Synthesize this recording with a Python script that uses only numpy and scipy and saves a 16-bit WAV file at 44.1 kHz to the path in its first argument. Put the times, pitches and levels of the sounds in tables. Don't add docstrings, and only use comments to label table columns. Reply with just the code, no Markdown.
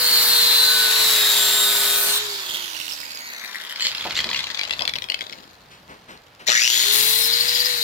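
import sys
import numpy as np
from scipy import signal
from scipy.fft import rfft, irfft, next_fast_len
from scipy.io import wavfile
from scipy.ndimage import uniform_filter1d

SR = 44100
rng = np.random.default_rng(int(sys.argv[2]) if len(sys.argv) > 2 else 0)


def voltage_ratio(level):
    return 10 ** (np.asarray(level, float) / 20)


def pcm_store(signal):
    levels = np.round(np.clip(np.atleast_2d(signal), -1, 1) * 32767)
    wavfile.write(sys.argv[1], SR, levels.astype(np.int16).T)


N = 345296
TIME_S = np.arange(N) / SR

TEETH, DISC_RATIO = 9, 9 / 32
EASE_S, LIFT_S, OFF_S = 1.94, 2.17, 2.24
ON_S, OFF_AGAIN_S = 6.462, 7.69
# start_s, turns_hz
LOADED_SPEED = [
    (0, 486),
    (.56, 451),
    (.7, 446.5),
    (.98, 442.3),
    (1.12, 435.5),
    (1.36, 413.5),
    (1.82, 408.5),
    (2.1, 409),
    (2.24, 422),
]


def evened(x):
    return x / np.sqrt(np.mean(x ** 2) + 1e-20)


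def curves(rows):
    s, *columns = np.transpose(sorted(rows))
    return [np.interp(TIME_S, s, column) for column in columns]


def law(rows, speed):
    hz, *columns = np.transpose(sorted(rows))
    return np.array([np.interp(speed, hz, column) for column in columns])


def ramp(start_s, length_s):
    return np.clip((TIME_S - start_s) / length_s, 0, 1)


def wander(hz):
    span = int(SR / hz)
    return evened(uniform_filter1d(uniform_filter1d(rng.standard_normal(N), span), span))


def colour(x, points, lo_hz=1, hi_hz=22000):
    size = next_fast_len(N)
    hz = np.fft.rfftfreq(size, 1 / SR)
    point_hz, point_db = np.transpose(points)
    gain = voltage_ratio(np.interp(np.log(hz + 1), np.log(point_hz + 1), point_db))
    gain = gain / np.sqrt(np.mean(gain ** 2 * (hz > lo_hz) * (hz < hi_hz)))
    return irfft(rfft(x, size) * gain, size)[..., :N]


def resonate(x, hz, width):
    turn = np.exp(2j * np.pi * np.cumsum(hz * np.ones(len(x))) / SR)
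    r = np.exp(-np.pi * abs(width) / SR)
    return 2 * (turn * signal.lfilter([1 - r], [1, -r], x / turn)).real


def steep_band(x, hz, width, second_width=None):
    return evened(resonate(resonate(x, hz, width), hz, second_width or width))


def add(mix, start_s, sound):
    part = mix[round(start_s * SR):][:len(sound)]
    part += sound[:len(part)]


def motor():
    drag_s, friction_hz = 3.0, 200
    top_hz, quick_hz, quick_s, creep_hz, creep_s = 600.5, 270, .17, 245, 1.4

    def run_up(s):
        quick = quick_hz * np.exp(-((s - ON_S) / quick_s) ** 1.32)
        return top_hz - quick - creep_hz * np.exp((ON_S - s) / creep_s)

    def run_down(hz, s):
        return np.maximum((hz + friction_hz) * np.exp((s - TIME_S) / drag_s) - friction_hz, 0)

    loaded = curves(LOADED_SPEED)[0]
    coasting = run_down(LOADED_SPEED[-1][1], OFF_S)
    restart = run_up(np.maximum(TIME_S, ON_S))
    last_coast = run_down(run_up(OFF_AGAIN_S), OFF_AGAIN_S)
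    stages = [TIME_S < OFF_S, TIME_S < ON_S, TIME_S < OFF_AGAIN_S]
    return np.select(stages, [loaded, coasting, restart], last_coast)


def effort(speed):
    # start_s, case_db, fan_and_sparks_db, mesh_share_db, twice_mesh_share_db
    grinding = [
        (0, -22, -26.5, -4, -18),
        (.08, -20, -22.5, 0, -36),
        (.25, -18.5, -20, 5, -33),
        (.6, -19, -24.5, 2, -2.5),
        (1.0, -21, -23, -4.5, -9),
        (1.2, -21, -22.5, -7, -11),
        (1.8, -23.5, -23, -4, -18),
        (2.0, -28.5, -21, -20, -26),
        (2.16, -19.5, -25.5, 7.5, -22),
    ]
    restart = [(6.468, -29, -33, -10, -13), (6.486, -19.5, -40, -20, -8), (6.55, -19, -37, 3, 1),
               (6.61, -17.5, -36, 8, 4), (6.65, -19.5, -35, 5, 4), (6.68, -22.5, -34, 3, -12),
               (6.76, -20.5, -29, -1, -7), (6.95, -22, -28, -5, -16), (7.27, -24.5, -32, -3, -32),
               (7.7, -26.5, -32, -20, -25), (7.83, -29.5, -33.5, -12, -23)]
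    # armature_hz, then the same four levels
    coasting = [(0, -61, -70, -23, -12.5), (26.2, -44.5, -61, -18, -3), (53, -47.5, -56, 1, 10),
                (76.5, -38.5, -59, -9, -18), (136, -33.5, -49, -12.5, -1), (185, -39.5, -54, -6, 1),
                (230, -38, -52, -5, 4), (280, -38.5, -47, -4, -3), (366, -32, -41, -1, -10),
                (420, -29, -37.5, -8, -10)]
    lifted, on = ramp(LIFT_S, 0.046), ramp(ON_S, 0.011)
    return (1 - lifted) * curves(grinding) + (lifted - on) * law(coasting, speed) + on * curves(restart)


def patchy(x):
    z = signal.stft(x, nperseg=512)[2]
    field = uniform_filter1d(rng.standard_normal(z.shape[1:]), size=4, axis=0)
    field = evened(uniform_filter1d(field, size=24, axis=1))
    return signal.istft(z * voltage_ratio(2 * field), nperseg=512)[1][:, :N]


def mains_beat(on):
    mains_hz, loaded_depth, start_depth, fade_s = 120, 0.16, 0.75, 0.5
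    since = np.maximum(TIME_S - ON_S, 0)
    depth = loaded_depth * (1 - ramp(EASE_S, OFF_S - EASE_S)) + on * start_depth * np.exp(-since / fade_s)
    cycle = mains_hz * TIME_S + .85
    strength = voltage_ratio(rng.standard_normal(int(cycle[-1]) + 1))[cycle.astype(int)]
    return 1 - np.clip(depth, 0, 1) * (1 - 4.0 * strength * np.exp(-(cycle % 1) / .2))


def start_rings(pairs, teeth, speed, on):
    # mode_hz, width_hz, strongest_s, level_db, fall_db_per_s
    start_modes = [
        (1900, 400, 6.54, -26, 130),
        (5750, 1200, 6.62, -23, 40),
        (6840, 200, 6.82, -27, 80),
    ]
    rings = np.zeros(N)
    for hz, width, s, db, fall in start_modes:
        level = voltage_ratio(curves([(ON_S, db - 2), (s, db), (s + 1, db - fall)])[0])
        rings += level * steep_band(pairs, hz, width)
    whine = on * voltage_ratio(-27.5) * np.clip((speed - 370) / 60, 0, 1) ** 2
    return rings * ramp(ON_S + 0.0044, 0.0067) + whine * steep_band(teeth, 4020, 330)


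def gear_case(speed, case_db, hiss_db, mesh_db, twice_db):
    # point_hz, density_db
    case_spectrum = [(590, -23), (1000, -19.5), (1200, -14.5), (1470, -10), (1900, -1.5), (2470, -3.5),
                     (4310, 4), (5010, -1.5), (5450, -4.5), (6160, -8.5), (6900, -5), (7940, -16.5),
                     (9500, -61), (12400, -25), (20900, -120)]
    hiss_spectrum = [(4470, -20), (7600, -5.5), (9050, -1.5), (10600, -0.5), (11600, 1.5), (13400, 0.5),
                     (15000, 0), (15800, -6)]
    # from_s, to_s, level_db
    fan_blast = (6.92, 7.28, 7.9)
    blast_from_s, blast_to_s, blast_db = fan_blast
    on = ramp(ON_S, 0.0029)

    slack = (1 - on) * (1 - np.minimum(speed / LOADED_SPEED[-1][1], 1)) ** 2
    grit_db = 1.5 + 5 * slack
    wobble_db = 5 * (ramp(OFF_S, 1.0) - on) * np.cos(2 * np.pi * np.cumsum(DISC_RATIO * speed) / SR)
    hits = rng.standard_normal((5, N)) * voltage_ratio(grit_db * wander(500) + wobble_db) * mains_beat(on)
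    hits, teeth, pairs, *sides = hits / np.sqrt(uniform_filter1d((hits ** 2).mean(0), size=4000))
    sides = np.array(sides)

    mesh_hz = TEETH * speed
    mesh = steep_band(teeth, mesh_hz, 480, 550)
    twice = steep_band(pairs, 2 * mesh_hz, 550, 800)
    thrice_level = voltage_ratio(-8) * (ramp(OFF_S, .8) - on)
    twice = twice + thrice_level * steep_band(hits, 3 * mesh_hz, 900)
    case = colour(0.45 * hits + 0.92 * sides, case_spectrum, 1500, 5600)
    case = case + voltage_ratio(mesh_db) * mesh + voltage_ratio(twice_db) * twice
    case = case / np.sqrt(1 + voltage_ratio(2 * mesh_db) + voltage_ratio(2 * twice_db))

    hiss_db = hiss_db + blast_db * (ramp(blast_from_s, 0.0063) - ramp(blast_to_s, 0.0046))
    air = .5 * hits + .5 * sides + 0.73 * rng.standard_normal((2, N))
    hiss = colour(air, hiss_spectrum, 7860, 16000)
    body = patchy(voltage_ratio(case_db) * case + voltage_ratio(hiss_db) * hiss)
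    return body, start_rings(pairs, teeth, speed, on)


def tones(speed):
    # armature_hz, armature_tone_db, disc_tone_db
    hum_law = [(20, -86, -90), (213, -65.5, -69), (273, -63, -62), (320, -55.5, -62), (390, -52, -59.5),
               (408, -39.5, -56.5), (425, -39, -51), (515, -39.5, -56.5)]
    # armature_hz, mesh_tone_db, twice_mesh_tone_db
    song_law = [(380, -60, -60), (408, -30, -37), (413, -26, -31), (424, -26, -42), (436, -28, -50),
                (445, -27, -58), (452, -23, -53), (463, -26, -51), (474, -24, -51), (486, -30, -57)]
    # armature_multiple, disc_multiple, level_db against the mesh tone
    side_tones = [(9, -1, -3), (9, 1, -5), (9, -2, -11), (9, 2, -9), (9, -3, -12), (9, 3, -12), (8, 0, -8),
                  (8, -1, -10), (8, 1, -14), (10, 0, -8), (10, -1, -10), (10, 1, -14)]
    armature_db, disc_db = law(hum_law, speed)
    unloaded_db = -27 * ramp(EASE_S, OFF_S - EASE_S)
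    mesh_db, twice_db = law(song_law, speed) + unloaded_db
    turns = 2 * np.pi * np.cumsum(speed) / SR
    out = voltage_ratio(armature_db) * np.sin(turns) + voltage_ratio(disc_db) * np.sin(DISC_RATIO * turns)
    out += voltage_ratio(armature_db - 14) * np.sin(2 * turns + .6 * wander(20))

    rows = [(TEETH, 0, mesh_db), (2 * TEETH, 0, twice_db)]
    rows += [(2 * TEETH, 1, twice_db - 9), (2 * TEETH, -1, twice_db - 9)]
    rows += [(a, d, mesh_db + db - 2.0) for a, d, db in side_tones]
    for a, d, db in rows:
        phase = 2 * np.pi * rng.random() + .3 * wander(30)
        order = round(a) + round(d) * DISC_RATIO
        out += voltage_ratio(db + 1.5 + 2.6 * wander(12)) * np.sin(order * turns + phase)
    return np.sqrt(2) * out


def bench_rumble(case_db):
    # point_hz, density_db
    rumble_spectrum = [(88, -47), (150, -21), (247, -12), (341, -9.5), (670, -8), (955, -0.5), (1520, 0),
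                       (1800, 1), (2340, -58), (3960, -120)]
    build_db = -22 * (ramp(ON_S, .01) - ramp(ON_S, 0.4))
    level = voltage_ratio(0.63 * case_db - 24.5 + build_db)
    return level * colour(rng.standard_normal(N), rumble_spectrum, 250, 1345)


def blade(speed):
    # start_s, blade_db, place along the edge (a factor on the blade modes)
    contact = [
        (0, -28, 0.98),
        (.3, -46, 1.15),
        (.75, -32.5, 1.05),
        (1.0, -33.5, 0.64),
        (1.2, -27.5, 1.16),
        (1.4, -28.5, 0.997),
        (2.12, -27, 0.99),
        (2.2, -97, 0.15),
    ]
    # mode_hz, width_hz, level_db
    blade_modes = [(580, 80, -11), (700, 100, -8), (930, 100, -11), (1270, 120, -4), (1500, 50, 2),
                   (1700, 200, -7), (2600, 300, -10)]
    db, place = curves(contact)
    turns = 2 * np.pi * np.cumsum(DISC_RATIO * speed) / SR + .02 * wander(25)
    strikes = sum(np.cos(k * turns + rng.uniform(0, 2 * np.pi)) for k in range(3, 26))
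    drive = evened(strikes) + .5 * rng.standard_normal(N)
    body = evened(sum(voltage_ratio(g) * resonate(drive, hz * place, w) for hz, w, g in blade_modes))

    sing_hz, sing_width_hz, sing_db = 1502, 10, -29.5
    match = 1 / (1 + ((12 * DISC_RATIO * speed - sing_hz) / sing_width_hz) ** 2)
    sing = voltage_ratio(sing_db) * (1 - ramp(LIFT_S, .03)) * match * np.sqrt(2) * np.sin(12 * turns)
    return sing + voltage_ratio(db) * body


def edge():
    # mode_hz, width_hz, start_s, level_db
    edge_modes = [(7450, 99, 0.92, -37.5), (8300, 100, 1.25, -36.5), (8820, 110, 1.7, -34.5),
                  (11000, 120, 1.3, -46), (12200, 120, 2.05, -48), (13170, 100, 2.2, -42),
                  (14300, 120, 1.0, -37)]
    out = np.zeros(N)
    for hz, width, s, db in edge_modes:
        ring = evened(resonate(rng.standard_normal(N), hz, width))
        out += voltage_ratio(db + 3.2 * wander(8)) * ramp(s, 0.091) * ring
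    return (1 - ramp(LIFT_S, 0.035)) * out


def background():
    # point_hz, density_db
    floor_spectrum = [(15, -38), (25, -51), (92, -12), (159, -54), (433, 11), (766, 11), (4360, 1.5),
                      (7920, -16), (10500, -19), (16500, -24)]
    a, b = rng.standard_normal((2, N))
    return voltage_ratio(-55) * colour(np.array([a, 0.87 * a + 1.2 * b]), floor_spectrum)


def garage(x):
    # band_hz, t60_s
    decay_times = [(200, 0.1), (1000, 0.21), (4000, 0.2), (12000, 0.03)]
    echoes = np.zeros((2, SR // 2))
    at = np.arange(60, SR // 2 - 20, 20)
    at = at + rng.integers(0, 20, (2, len(at)))
    np.put_along_axis(echoes, at, rng.choice([-1., 1.], at.shape), 1)
    hz, t, z = signal.stft(echoes, SR, nperseg=256)
    t60 = np.interp(hz, *np.transpose(decay_times))[:, None]
    tail = signal.istft(z * voltage_ratio(-60 * t / t60), SR, nperseg=256)[1]
    return signal.fftconvolve(x[None], tail / np.linalg.norm(tail[0]), axes=1)[:, :N]


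def placed(bright, deep):
    # start_s, left_late_samples, left_right_db
    tool_path = [(0, 2.5, 0.5), (.75, 2.5, 2), (1.25, -0.5, 2.5), (1.9, 1, 1.5), (2.25, 7.5, -0.5),
                 (2.85, 16, -12.5), (3.2, 15, -4), (3.45, 4.5, 8), (4.05, 3, -0.5), (4.65, -9, 10.5),
                 (5.2, -19, 9), (6.4, -14.5, 7), (7.83, -17.5, 8)]
    late, pan_db = curves(tool_path)
    side = np.array([[.5], [-.5]])
    near = voltage_ratio(side * pan_db) * bright + voltage_ratio(0.35 * side * pan_db) * deep
    fine = np.arange(4 * N)
    ears = [np.interp(fine[::4] - 4 * k * late, fine, signal.resample_poly(ear, 4, 1))
            for ear, k in zip(near, side)]
    return np.array(ears)


def taps():
    # start_s, peak_db, ring_hz
    tap_table = [(2.4618, -20, 4080), (2.4917, -17, 3260), (2.4964, -16, 3230), (2.5084, -18, 3240),
                 (2.5174, -19, 3460), (2.5374, -16, 3220), (2.5446, -13, 3220), (2.5504, -16, 3190),
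                 (2.5584, -17, 3610), (2.5704, -17, 3260), (2.596, -19, 3280), (2.6214, -20, 3140),
                 (2.6424, -19, 3110), (2.7487, -20, 2830), (2.8005, -19, 2790), (2.8144, -20, 2830),
                 (2.8804, -20, 2870), (2.8964, -22, 5330), (2.9104, -20, 2860), (2.9213, -20, 5060),
                 (2.9344, -22, 5520), (3.0021, -22, 4930), (3.032, -26, 1920), (3.0444, -28, 2060),
                 (3.1068, -24, 4400), (3.1174, -23, 4880), (3.1482, -21, 4940), (3.1554, -23, 4900),
                 (3.1906, -24, 4500), (3.2074, -24, 4340), (3.2494, -28, 4400), (3.2674, -26, 4350),
                 (3.3004, -24, 4010), (3.3224, -26, 2810), (3.3298, -24, 4370), (3.3464, -24, 4130),
                 (3.3624, -27, 4140), (3.3827, -24, 4170), (3.4386, -20, 2010), (3.4474, -20, 2250),
                 (3.4574, -23, 4100), (3.495, -25, 1870), (3.5464, -20, 1950), (3.5563, -18, 1940),
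                 (3.5694, -23, 3990), (3.6117, -22, 3330), (3.6371, -21, 3330), (3.6496, -19, 3330),
                 (3.6664, -24, 3180), (3.6965, -21, 3200), (3.7085, -20, 3170), (3.7244, -17, 3200)]
    low_hz, low_from_s, t60_s = 1940, 3.24, .015
    out, t = np.zeros(N), np.arange(1500) / SR
    for s, db, hz in tap_table:
        a, b = rng.uniform(-1.7, 1, 2)
        ring = np.sin(2 * np.pi * hz * t) + .4 * np.sin(2 * np.pi * hz * (1.08 + .03 * a) * t)
        ring += .45 * rng.standard_normal(len(t))
        ring += (s > low_from_s) * .9 * np.sin(2 * np.pi * low_hz * (1 + .04 * b) * t)
        sound = ring * voltage_ratio(-60 * t / t60_s) * np.minimum(t / .0008, 1)
        add(out, s, voltage_ratio(db + 1) * sound / abs(sound).max())
    return out


def chatter():
    # middle_s, level_db, length_s, ring_hz
    chatter_bouts = [(2.545, -44, 0.17, 3210), (3.3, -41, 0.48, 2080), (3.605, -47.5, 0.45, 1920),
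                     (7.242, -26, 0.064, 5230), (7.338, -19, 0.043, 4700), (7.414, -18, 0.048, 4400),
                     (7.497, -21, 0.046, 4930), (7.552, -19, 0.053, 4870), (7.607, -17.5, 0.039, 4560),
                     (7.66, -19, 0.039, 4840), (7.826, -24, 0.021, 4300)]
    level = sum(voltage_ratio(db) * np.exp(-((TIME_S - s) / (0.35 * length)) ** 2)
                for s, db, length, _ in chatter_bouts)
    hz = curves(chatter_bouts)[-1]
    hits = rng.standard_normal(N) * voltage_ratio(3.5 * wander(400))
    sizzle = evened(resonate(hits, 12300, 1300))
    return level * (steep_band(hits, hz, 730) + voltage_ratio(-9.5) * sizzle)


def knock_times(speed):
    # start_s, peak_db, ring_hz
    coasting_knocks = [(3.7594, -19, 3320), (3.7974, -15, 3250), (3.8077, -13, 3260), (3.8234, -14, 3080),
                       (3.8496, -13, 3140), (3.8574, -13, 3270), (3.8681, -13, 3640), (3.8681, -10, 4300),
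                       (3.916, -19, 4130), (3.9489, -17, 3300), (3.9809, -17, 4190), (4.0093, -16, 3270),
                       (4.0422, -19, 2220), (4.0514, -23, 4100), (4.0692, -21, 3840), (4.1081, -15, 2340),
                       (4.154, -16, 3150), (4.1664, -10, 4360), (4.1754, -12, 3280), (4.1899, -9, 4390),
                       (4.2034, -11, 3230), (4.2423, -12, 3130), (4.2901, -15, 3080), (4.3131, -14, 2570),
                       (4.3306, -15, 2350), (4.346, -11, 3740), (4.3604, -15, 2660), (4.3764, -16, 3740),
                       (4.3909, -15, 3640), (4.4054, -15, 3660), (4.4413, -17, 3440), (4.4692, -16, 3440),
                       (4.5022, -16, 3320), (4.5461, -17, 3120), (4.574, -16, 4430), (4.5925, -15, 4590),
                       (4.6124, -13, 3570)]
    last_knocks = [(4.6339, -17, 3570), (4.6514, -18, 2300), (4.7082, -8, 3260), (4.7277, -17, 3540),
                   (4.7354, -17, 3350), (4.793, -15, 2170), (4.8075, -16, 2880), (4.8204, -12, 4370),
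                   (4.8529, -14, 4570), (4.8773, -10, 4100), (4.8938, -12, 5160), (4.9367, -16, 4540),
                   (4.9556, -17, 4340), (4.9614, -19, 3640), (4.9856, -17, 3980), (5.021, -18, 4440),
                   (5.0409, -19, 4180), (5.0998, -8, 4460), (5.1198, -14, 4460), (5.1432, -12, 2190),
                   (5.1906, -25, 2230), (5.2086, -18, 4540), (5.2174, -19, 2110), (5.2674, -27, 3010),
                   (5.2969, -25, 4880), (5.3258, -23, 2240), (5.3314, -24, 3510), (5.3877, -37, 2290),
                   (5.44, -40, 5100), (5.5, -44, 5000)]
    # start_s, peak_db of the hardest mains blows of the run-up
    mains_blows = [(6.4773, -16), (6.4778, -12), (6.4833, -11), (6.4923, -11), (6.5008, -9), (6.5262, -10),
                   (6.5592, -10), (6.5966, -15), (6.6006, -13), (6.618, -9), (6.6435, -11), (6.6514, -10),
                   (6.6769, -15), (6.7018, -10), (6.7357, -14), (6.7522, -14), (6.7936, -12), (6.8355, -13)]
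    # from_s, to_s
    tick_span = (3.78, 4.62)
    turns = np.flatnonzero(np.diff(np.floor(np.cumsum(DISC_RATIO * speed) / SR))) / SR
    turns = turns[(turns > tick_span[0]) & (turns < tick_span[1])]
    late, size, pitch = rng.standard_normal((len(turns), 3)).T
    ticks = np.transpose([turns + 0.0032 * late, -29 + 3 * size, 3200 * (1 + .2 * pitch)])
    fore = [(s - .013, db - 14, hz) for s, db, hz in last_knocks if db > -9]
    blows = [(s, db - 1, 5700) for s, db in mains_blows]
    return [*coasting_knocks, *last_knocks, *ticks, *fore, *blows]


def knocks(speed):
    # mode_hz, width_hz, level_db
    case_modes = [(550, 48, 1.5), (2094, 190, 20), (2527, 99, 20), (3272, 180, 26), (3976, 47, 23.5),
                  (4060, 75, -23), (4860, 49, 21), (6970, 52, -2.5), (8000, 33, -90), (11240, 300, -5)]
    bright_s = 4.66
    out, t = np.zeros(N), np.arange(1200) / SR
    hz, _, mode_db = np.transpose(case_modes)[:, :, None]
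    for s, db, main_hz in knock_times(speed):
        a, b = rng.standard_normal((2, len(hz), 1))
        low, high = rng.standard_normal((2, len(t)))
        rings = voltage_ratio(mode_db - 6 + 3.0 * a - 60 * t / .018) * np.sin(2 * np.pi * hz * (1 + .07 * b) * t)
        main = voltage_ratio(-60 * t / .012) * np.sin(2 * np.pi * main_hz * t)
        crack = 6.5 * resonate(resonate(low, 3400, 4000), 3400, 4000) * voltage_ratio(-60 * t / .014)
        thump = 0.18 * voltage_ratio(-60 * t / 0.067) * np.sin(2 * np.pi * 520 * t)
        tick = (0.7 if s > bright_s else 0.25) * resonate(high, 14000, 5000) * voltage_ratio(-60 * t / 0.008)
        sound = (rings.sum(0) + 2.4 * main + crack + tick + thump) * np.minimum(t / .0003, 1)
        add(out, s, voltage_ratio(db + 2.5) * sound / abs(sound).max())
    return out


def rattle():
    # start_s, level_db, length_s
    rattle_bouts = [
        (3.8, -24.5, 0.067),
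        (4.156, -32, 0.034),
        (4.327, -36, 0.058),
    ]
    # mode_hz, width_hz, level_db
    rattle_modes = [(1920, 360, -11), (3100, 350, 0.5), (4300, 260, 2.5), (6270, 700, -7),
                    (7380, 470, -4.5), (11700, 5000, -16)]
    out, t = np.zeros(N), np.arange(SR // 2) / SR
    for s, db, length in rattle_bouts:
        coarse = evened(uniform_filter1d(rng.standard_normal(len(t)), size=150))
        hits = rng.standard_normal(len(t)) * voltage_ratio(5 * coarse)
        rings = sum(voltage_ratio(g) * steep_band(hits, hz, w) for hz, w, g in rattle_modes)
        envelope = np.clip(np.minimum(t / .004, 1 + (length - t) / 0.038), 0, 1)
        add(out, s, voltage_ratio(db) * envelope * evened(rings))
    return out


def handling():
    # start_s, peak_db, pitch_hz, t60_s
    thuds = [
        (4.05, -18, 574, 0.16),
        (4.248, -28, 373, 0.28),
        (4.808, -22, 890, 0.23),
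        (6.481, -20.5, 556, 0.17),
    ]
    # start_s, level_db, length_s, pitch_hz
    rubs = [
        (5.7, -46.5, 0.1, 2400),
        (5.883, -41, 0.1, 600),
        (6.078, -40.5, 0.11, 1160),
        (6.392, -42, 0.072, 1610),
    ]
    out, t = np.zeros(N), np.arange(6000) / SR
    for s, db, hz, t60 in thuds:
        puff = steep_band(rng.standard_normal(len(t)), hz, 670)
        add(out, s, voltage_ratio(db - 5.5 - 60 * t / t60) * puff * np.minimum(t / 0.0033, 1))
    for s, db, length, hz in rubs:
        noise = rng.standard_normal(len(t))
        rub = steep_band(noise, hz, 3400, 3600) + 0.097 * evened(resonate(noise, 410, 60))
        swell = t / length * 4
        add(out, s, voltage_ratio(db) * rub * swell * np.exp(1 - swell))
    return out


def hand_stir():
    # middle_s, level_db, length_s
    grips = [
        (4.204, -45, 0.25),
        (4.858, -47.5, 0.2),
        (5.81, -55.5, 0.88),
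    ]
    level = sum(voltage_ratio(db) * np.exp(-((TIME_S - s) / length) ** 2) for s, db, length in grips)
    return level * evened(resonate(rng.standard_normal(N), 65, 140))


def scene():
    speed = motor()
    levels = effort(speed)
    case, rings = gear_case(speed, *levels)
    bright = case + knocks(speed) + taps() + chatter() + rattle() + rings + edge()
    deep = tones(speed) + blade(speed) + bench_rumble(levels[0]) + handling()
    less_room = voltage_ratio(-4 * ramp(4.54, 0.4))
    room = voltage_ratio(-7.5) * garage(less_room * (bright.mean(0) + 0.76 * deep))
    return placed(bright, deep) + room + background() + hand_stir()


def roll_off(x):
    return signal.sosfilt(signal.butter(12, 16690, fs=SR, output="sos"), x)


def record(dry):
    soft = np.tanh(dry / .95) * .95
    band = signal.sosfiltfilt(signal.ellip(8, .2, 60, 15850, fs=SR, output="sos"), soft)
    band = signal.sosfilt(signal.butter(2, 60, "high", fs=SR, output="sos"), band)
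    return roll_off(band)


dry = scene()
out = record(dry)
pcm_store(out)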